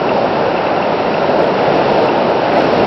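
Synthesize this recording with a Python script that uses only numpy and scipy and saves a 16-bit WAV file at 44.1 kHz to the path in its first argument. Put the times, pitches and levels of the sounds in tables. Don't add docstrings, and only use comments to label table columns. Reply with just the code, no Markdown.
import sys
import numpy as np
from scipy import signal
from scipy.fft import rfft, irfft, next_fast_len
from scipy.io import wavfile

SR = 44100
rng = np.random.default_rng(int(sys.argv[2]) if len(sys.argv) > 2 else 0)


def transcribe(u):
    v = np.clip(np.atleast_2d(u).T, -1, 1)
    q = np.round(v * 32767).astype(np.int16)
    wavfile.write(sys.argv[1], SR, q)


N = 126126

# (time [s], rumble [dB], roar [dB], wash [dB], hiss [dB])
SURF_SWELL = [(0.1, -27.5, -13.5, -26.5, -37), (0.4, -25, -15, -25.5, -36), (0.7, -27.5, -15.5, -25.5, -37),
              (1.0, -26.5, -14, -26.5, -36), (1.2, -26.0, -13.5, -24.5, -35), (1.35, -25, -12.5, -25, -36),
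              (1.55, -25, -13, -25.5, -34.5), (1.75, -23.7, -12, -24.5, -33),
              (1.95, -24.5, -12, -24.1, -33.1), (2.1, -26, -11.5, -24.5, -33.5),
              (2.3, -24.5, -13.5, -26.5, -34.5), (2.45, -26.5, -15, -24, -34.5),
              (2.6, -25.5, -11.5, -22.5, -32.5), (2.76, -22.5, -13, -23.6, -33)]
REGION_CENTRES = [150, 550, 1500, 3500]
# (frequency [Hz], relative level per Hz [dB])
SURF_COLOUR = [(25, -33), (54, -25.5), (169, -7.5), (309, -5), (575, -0.7), (794, -4), (933, -6.5),
               (1120, -15), (1380, -13.5), (1700, -19.5), (2190, -22.5), (2760, -21.5), (3250, -28),
               (4200, -29.5), (5300, -33), (6500, -35.5)]
# (time [s], rough peak level [dB])
CLEAR_TICKS = [(0.0917, -15), (0.8265, -16), (1.01, -24), (1.1416, -14.5), (2.6983, -29), (2.831, -20)]
# (time [s], starting pitch [Hz], peak level [dB], length [s])
CLEAR_BUBBLES = [(2.553, 1930, -23, .034), (2.763, 2060, -24, .018)]

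CAVITY_HZ, CAVITY_T60_S = 2677, .017
TICK_SOFTENING_S = .0006
FAINT_TICKS_PER_S, FAINT_TICK_DB, FAINT_TICK_SPREAD_DB = 54, -34, 5.5
FOAM_PER_S, FOAM_SMALLEST_DB = 210, -40
FOAM_CYCLES = 25.0
BUBBLE_RISE = 0.11
SURF_DB = -12.5
PATCHY_DB, PATCH_RATE_HZ = 0.6, 2.6
FLICKER_DB, FLICKER_RATE_HZ = 0.25, 17
INPUT_CEILING, SECOND_CEILING = 0.74, 0.73
INPUT_CUT_HZ, INPUT_CUT_DEPTH_DB = 6266, 56
TOP_CUTOFF_HZ = 15800


def from_db(db):
    return 10 ** (np.asarray(db) / 20)


def rms_one(x):
    return x / np.sqrt(np.mean(x ** 2) + 1e-20)


def drift(rate_hz):
    step = 40
    r = np.exp(-2 * step * np.pi * rate_hz / SR)
    noise = rng.standard_normal(N // step + 2002)
    slow = signal.lfilter([1], [1, -2 * r, r * r], noise)[2000:]
    slow = rms_one(slow - slow.mean())
    return np.interp(np.arange(N) / step, np.arange(len(slow)), slow)


def ring(clicks, hz, t60):
    r = from_db(-60 / (t60 * SR))
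    w = 2 * np.pi * hz / SR
    return signal.lfilter([0, np.sin(w)], [1, -2 * r * np.cos(w), r * r], clicks + 1e-18)


def ticks():
    happens = rng.random(N) < FAINT_TICKS_PER_S / SR
    clicks = from_db(FAINT_TICK_DB + rng.normal(0, FAINT_TICK_SPREAD_DB, N)) * happens
    for start, db in CLEAR_TICKS:
        clicks[int(start * SR)] = from_db(db)
    soft = ring(clicks, CAVITY_HZ, 7 * TICK_SOFTENING_S) / (SR * TICK_SOFTENING_S / 3)
    return ring(soft, CAVITY_HZ, CAVITY_T60_S)


def small_bubbles():
    happens = rng.random(N) < FOAM_PER_S / SR
    extra_db = 4.0 * np.minimum(rng.exponential(1, N), 3)
    clicks = from_db(FOAM_SMALLEST_DB + extra_db) * happens
    pitches = np.geomspace(1100, 3200, 16)
    choice = rng.integers(0, 16, N)
    return sum(ring(clicks * (choice == k), hz, FOAM_CYCLES / hz) for k, hz in enumerate(pitches))


def clear_bubbles():
    out = np.zeros(N)
    for start, hz, db, length in CLEAR_BUBBLES:
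        t = np.clip(np.arange(N) / SR - start, 0, length)
        swell = np.sin(np.pi * t / length)
        cycles = hz * t * (1 + BUBBLE_RISE * t / length / 2)
        out += from_db(db) * swell * np.sin(2 * np.pi * cycles)
    return out


def surf():
    size = next_fast_len(N)
    log_hz = np.log(np.arange(size // 2 + 1) * SR / size + 1)
    colour, swell = np.array(SURF_COLOUR), np.array(SURF_SWELL)
    colour_db = np.interp(log_hz, np.log(colour[:, 0]), colour[:, 1])
    spectrum = rfft(rng.standard_normal(size)) * from_db(colour_db)
    swing = swell[:, 1:] - swell[:, 1:].mean(axis=0)
    centres = np.log(np.geomspace(40, 6000, 20))
    out, patchy = 0, drift(PATCH_RATE_HZ)
    for k, centre in enumerate(centres):
        weight = np.interp(log_hz, centres, np.arange(len(centres)) == k)
        band = irfft(spectrum * weight, size)[:N]
        curve = [np.interp(centre, np.log(REGION_CENTRES), row) for row in swing]
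        swell_db = np.interp(np.arange(N) / SR, swell[:, 0], curve)
        patchy = .7 * patchy + .7 * drift(PATCH_RATE_HZ)
        wander_db = PATCHY_DB * patchy + FLICKER_DB * drift(FLICKER_RATE_HZ)
        out = out + band * from_db(swell_db + wander_db)
    return from_db(SURF_DB) * rms_one(out)


def scene():
    return (ticks() + small_bubbles() + clear_bubbles() + surf())[None]


def record(dry):
    out = np.clip(dry, -INPUT_CEILING, INPUT_CEILING)
    for cut_hz in (INPUT_CUT_HZ, INPUT_CUT_HZ * 1.15):
        dulling = signal.cheby2(14, INPUT_CUT_DEPTH_DB, cut_hz, fs=SR, output="sos")
        out = signal.sosfilt(dulling, out)
    out = np.clip(out, -SECOND_CEILING, SECOND_CEILING)
    top_cut = signal.ellip(10, .1, 70, TOP_CUTOFF_HZ, fs=SR, output="sos")
    return signal.sosfilt(top_cut, out)


dry = scene()
out = record(dry)
transcribe(out)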